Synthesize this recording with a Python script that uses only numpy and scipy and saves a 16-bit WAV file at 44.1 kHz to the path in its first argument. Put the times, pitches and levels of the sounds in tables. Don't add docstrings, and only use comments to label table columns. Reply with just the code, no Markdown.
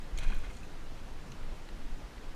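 import sys
import numpy as np
from scipy import signal
from scipy.fft import rfft, irfft
from scipy.io import wavfile
from scipy.ndimage import uniform_filter1d

SR = 44100
rng = np.random.default_rng(int(sys.argv[2]) if len(sys.argv) > 2 else 0)


def int16_out(signal):
    q = np.round(np.clip(np.atleast_2d(signal).T, -1, 1) * 32767)
    wavfile.write(sys.argv[1], SR, q.astype(np.int16))


N = 103635


def amp(db):
    return 10 ** (np.asarray(db) / 20)


def unit(x):
    return x / np.sqrt(np.mean(x ** 2) + 1e-20)


def level_at(points, hz):
    point_hz, db = np.transpose(points)
    return np.interp(np.log(hz + 1), np.log(point_hz + 1), db)


def add(mix, start, sound):
    part = mix[max(round(start * SR), 0):][:len(sound)]
    part += sound[:len(part)]


def ring(db):
    log_gain = np.log(amp(np.r_[db, db[-2:0:-1]]))
    spectrum = np.exp(np.conj(signal.hilbert(log_gain)))
    response = irfft(spectrum[:len(db)])
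    return response / np.linalg.norm(response)


def case_boost(hz):
    # (frequency [Hz], width [Hz], boost [dB])
    resonances = [(1480, 200, 3.5), (2120, 220, 6), (2485, 130, 13), (3216, 280, 8), (4025, 280, 8),
                  (5070, 590, -13), (6060, 1500, 7.5), (7140, 200, 3), (8400, 270, 8.5), (9700, 510, 10)]
    return sum(db / (1 + (2 * (hz - centre) / width) ** 2) for centre, width, db in resonances)


def wash(level_db=-51, patch_db=0.72, low_cut_hz=80, size=512):
    # (frequency [Hz], relative level [dB])
    colour = [(53, -14.5), (90, 2), (124, -3.5), (236, -3), (318, -5.5), (354, -8.5), (429, -8.5),
              (531, -8.5), (566, -10.5), (926, -12.5), (1120, -14), (1550, -15.5), (4050, -23), (6480, -28),
              (14900, -41.5)]
    hz, hop = np.fft.rfftfreq(size, 1 / SR), size // 4
    real, imaginary, patches = rng.standard_normal((3, N // hop + 5, len(hz)))
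    patches = uniform_filter1d(patches, size=16, axis=0)
    patches = unit(uniform_filter1d(patches, size=7, axis=1))
    spectra = (real + 1j * imaginary) * amp(level_at(colour, hz) + patch_db * patches)
    hiss = signal.istft(spectra.T, nperseg=size, noverlap=size - hop)[1][:N]
    low_cut = signal.butter(2, low_cut_hz, "high", fs=SR, output="sos")
    return amp(level_db) * unit(signal.sosfilt(low_cut, hiss))


def wind():
    # (frequency [Hz], relative level [dB])
    colour = [(4, -54), (12, 5.5), (20, 4.5), (30, -13.5), (42, -11.5), (60, -16), (90, -23.5),
              (150, -32.5), (400, -76)]
    # (time [s], level [dB])
    levels = [(0, -38), (.1, -44), (.17, -27.5), (.3, -33.5), (.45, -31.5), (.62, -38), (.71, -42.5),
              (.78, -39), (1.02, -38.5), (1.3, -40.5), (1.44, -39), (1.65, -42), (1.87, -38), (2.0, -44.5),
              (2.35, -42)]
    t, hz = np.arange(N) / SR, np.fft.rfftfreq(N, 1 / SR)
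    spectrum = rfft(rng.standard_normal(N)) * amp(level_at(colour, hz))
    return unit(irfft(spectrum, N)) * amp(np.interp(t, *np.transpose(levels)))


def thumps():
    # (time [s], width [s], peak level [dB])
    pulses = [(0.14, 0.0079, -27.5), (0.28, 0.014, -15), (0.373, 0.017, -22.5), (1.531, 0.01, -31),
              (1.738, 0.0084, -31.5), (1.857, 0.017, -25.5), (1.939, 0.013, -29), (2.05, 0.0065, -33.5),
              (2.18, 0.0061, -40), (2.295, 0.012, -32.5)]
    t, out = np.arange(N) / SR, np.zeros(N)
    for centre, width, db in pulses:
        offset = (t - centre) / width
        out += amp(db) * (1 - offset ** 2) * np.exp(-offset ** 2 / 2)
    return out


def taps():
    # (time [s], peak level [dB])
    hits = [(1.6892, -36.5), (1.6913, -38), (2.18, -40)]
    # (pitch [Hz], relative level [dB], time to fade by 60 dB [s])
    tones = [(840, -12, 0.0056), (1390, -2, .007), (2020, 1, .009), (2800, 0, .006), (3970, -7, 0.011)]
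    t, out = np.arange(SR // 20) / SR, np.zeros(N)
    tap = sum(amp(db - 60 * t / fade) * np.sin(2 * np.pi * hz * t) for hz, db, fade in tones)
    for start, db in hits:
        add(out, start, amp(db) * tap / abs(tap).max())
    return out


def drips(rise_s=0.00044, glide=0.0019):
    # (time [s], pitch [Hz], level [dB], fade time [s])
    bubbles = [(0.176, 6600, -31.5, 0.0012), (.1782, 4300, -41, .0024), (.187, 2300, -44, 0.0035),
               (.248, 1590, -44, .007), (.261, 1550, -43, 0.0024), (.264, 2360, -44, 0.0047),
               (.281, 2170, -50, 0.0047), (0.301, 209, -40.5, 0.012), (.303, 920, -47, 0.0062),
               (.302, 4070, -43, 0.0017), (.3205, 2430, -38.5, 0.0028), (.323, 1110, -44, 0.0029),
               (0.326, 1480, -36.5, 0.0028), (.332, 2510, -46, 0.0024), (0.333, 1670, -41, .003),
               (0.335, 3180, -42, 0.0021), (.3468, 11600, -46, 0.00075), (0.3528, 4000, -47, 0.0018),
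               (.3645, 1510, -47, 0.007), (.366, 6700, -51, .0015), (.4365, 1463, -44.5, 0.0063),
               (.444, 2070, -44, 0.005), (.5015, 2130, -46.5, .004), (.567, 6800, -49, .0022),
               (.571, 4350, -51, .004), (.6312, 2580, -45, .0045), (1.3187, 6280, -36, 0.0008),
               (1.3203, 2860, -45, .0025), (1.3222, 4100, -42.5, .0017)]
    t, out = np.arange(SR // 16) / SR, np.zeros(N)
    for start, hz, db, fade in bubbles:
        pitch = hz * (1 + glide * t / fade)
        cycles = np.cumsum(pitch) / SR
        swell = (1 - np.exp(-t / rise_s)) * np.exp(-t / fade)
        add(out, start, amp(db) * swell * np.sin(2 * np.pi * cycles))
    return out


def spray(drops_per_s=500, spread_db=3):
    # (time [s], level [dB])
    levels = [(.24, -76), (.42, -73.5), (.52, -70.5), (.57, -66.5), (.66, -78), (.9, -88)]
    # (frequency [Hz], relative level [dB])
    colour = [(500, -22), (2500, -18), (5000, -13.5), (7000, 1), (10000, -13), (15000, -25)]
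    hz, t = np.linspace(0, SR / 2, 2049), np.arange(N) / SR
    sizes = amp(spread_db * np.minimum(rng.exponential(1, N), 3))
    lands = rng.random(N) < drops_per_s / SR
    patter = unit(sizes * lands) * amp(np.interp(t, *np.transpose(levels)))
    return signal.fftconvolve(patter, ring(level_at(colour, hz) + case_boost(hz)))[:N]


def splash(drops_per_s=1800, spread_db=2.8, mist_gain=0.5):
    # (time [s], rise time [s], fade time [s], level [dB], brightness [dB per octave])
    bursts = [(.1755, .001, 0.0038, -45, 1), (0.1835, 0.0038, 0.0056, -39, 3.5),
              (.135, 0.1, 0.039, -47.5, -2.5), (.231, 0.0033, .009, -45.5, 1.5),
              (0.242, .002, 0.0059, -48, -2), (.25, 0.031, 0.11, -51, -2), (.297, .006, 0.013, -41.5, -8.5),
              (.320, 0.0013, 0.0022, -43, -6), (.328, 0.0029, 0.0026, -42.5, -7),
              (.345, 0.0072, 0.035, -54, -3), (.3466, .0005, .0012, -51, 16), (.383, .004, .0035, -53, 4),
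              (.434, .0047, 0.049, -51.5, -3.5), (.499, 0.0021, .02, -54.5, -3),
              (.507, .002, .003, -60, 11), (.545, .005, 0.0087, -60, 0), (0.565, 0.0052, .005, -55, 2),
              (.628, .004, .006, -60, 2), (0.961, 0.017, 0.017, -59, -2), (1.3185, .001, .0045, -52.5, 3),
              (1.6882, 0.001, 0.0018, -48.5, -4)]
    # (frequency [Hz], relative level [dB])
    colour = [(80, -9), (200, 7), (500, -4.5), (1000, -1.5), (2000, -1.5), (3500, -4.5), (5200, -9),
              (8000, -14), (11000, -22), (15000, -29)]
    hz, t, out = np.linspace(0, SR / 2, 2049), np.arange(SR // 2) / SR, np.zeros(N)
    colour_db = level_at(colour, hz) + case_boost(hz)
    octaves = np.log2(np.maximum(hz, 700) / 2500)
    for start, rise, fade, db, brightness in bursts:
        sizes = amp(spread_db * np.minimum(rng.exponential(1, len(t)), 3))
        signs = rng.choice([-1, 1], len(t))
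        lands = rng.random(len(t)) < drops_per_s / SR
        mist = mist_gain * rng.standard_normal(len(t))
        crowd = unit(unit(sizes * signs * lands) + mist)
        swell = np.minimum(t / rise, 1) * np.exp(-np.maximum(t - rise, 0) / fade)
        burst = signal.fftconvolve(crowd * swell, ring(colour_db + brightness * octaves))
        add(out, start, amp(db) * burst)
    return out


def scene():
    return (splash() + drips() + taps() + wash() + wind() + thumps() + spray())[None]


def record(dry, cutoff_hz=15120):
    low_pass = signal.firwin(511, cutoff_hz, window=("kaiser", 9), fs=SR)
    return signal.oaconvolve(dry, low_pass[None], "same")


dry = scene()
out = record(dry)
int16_out(out)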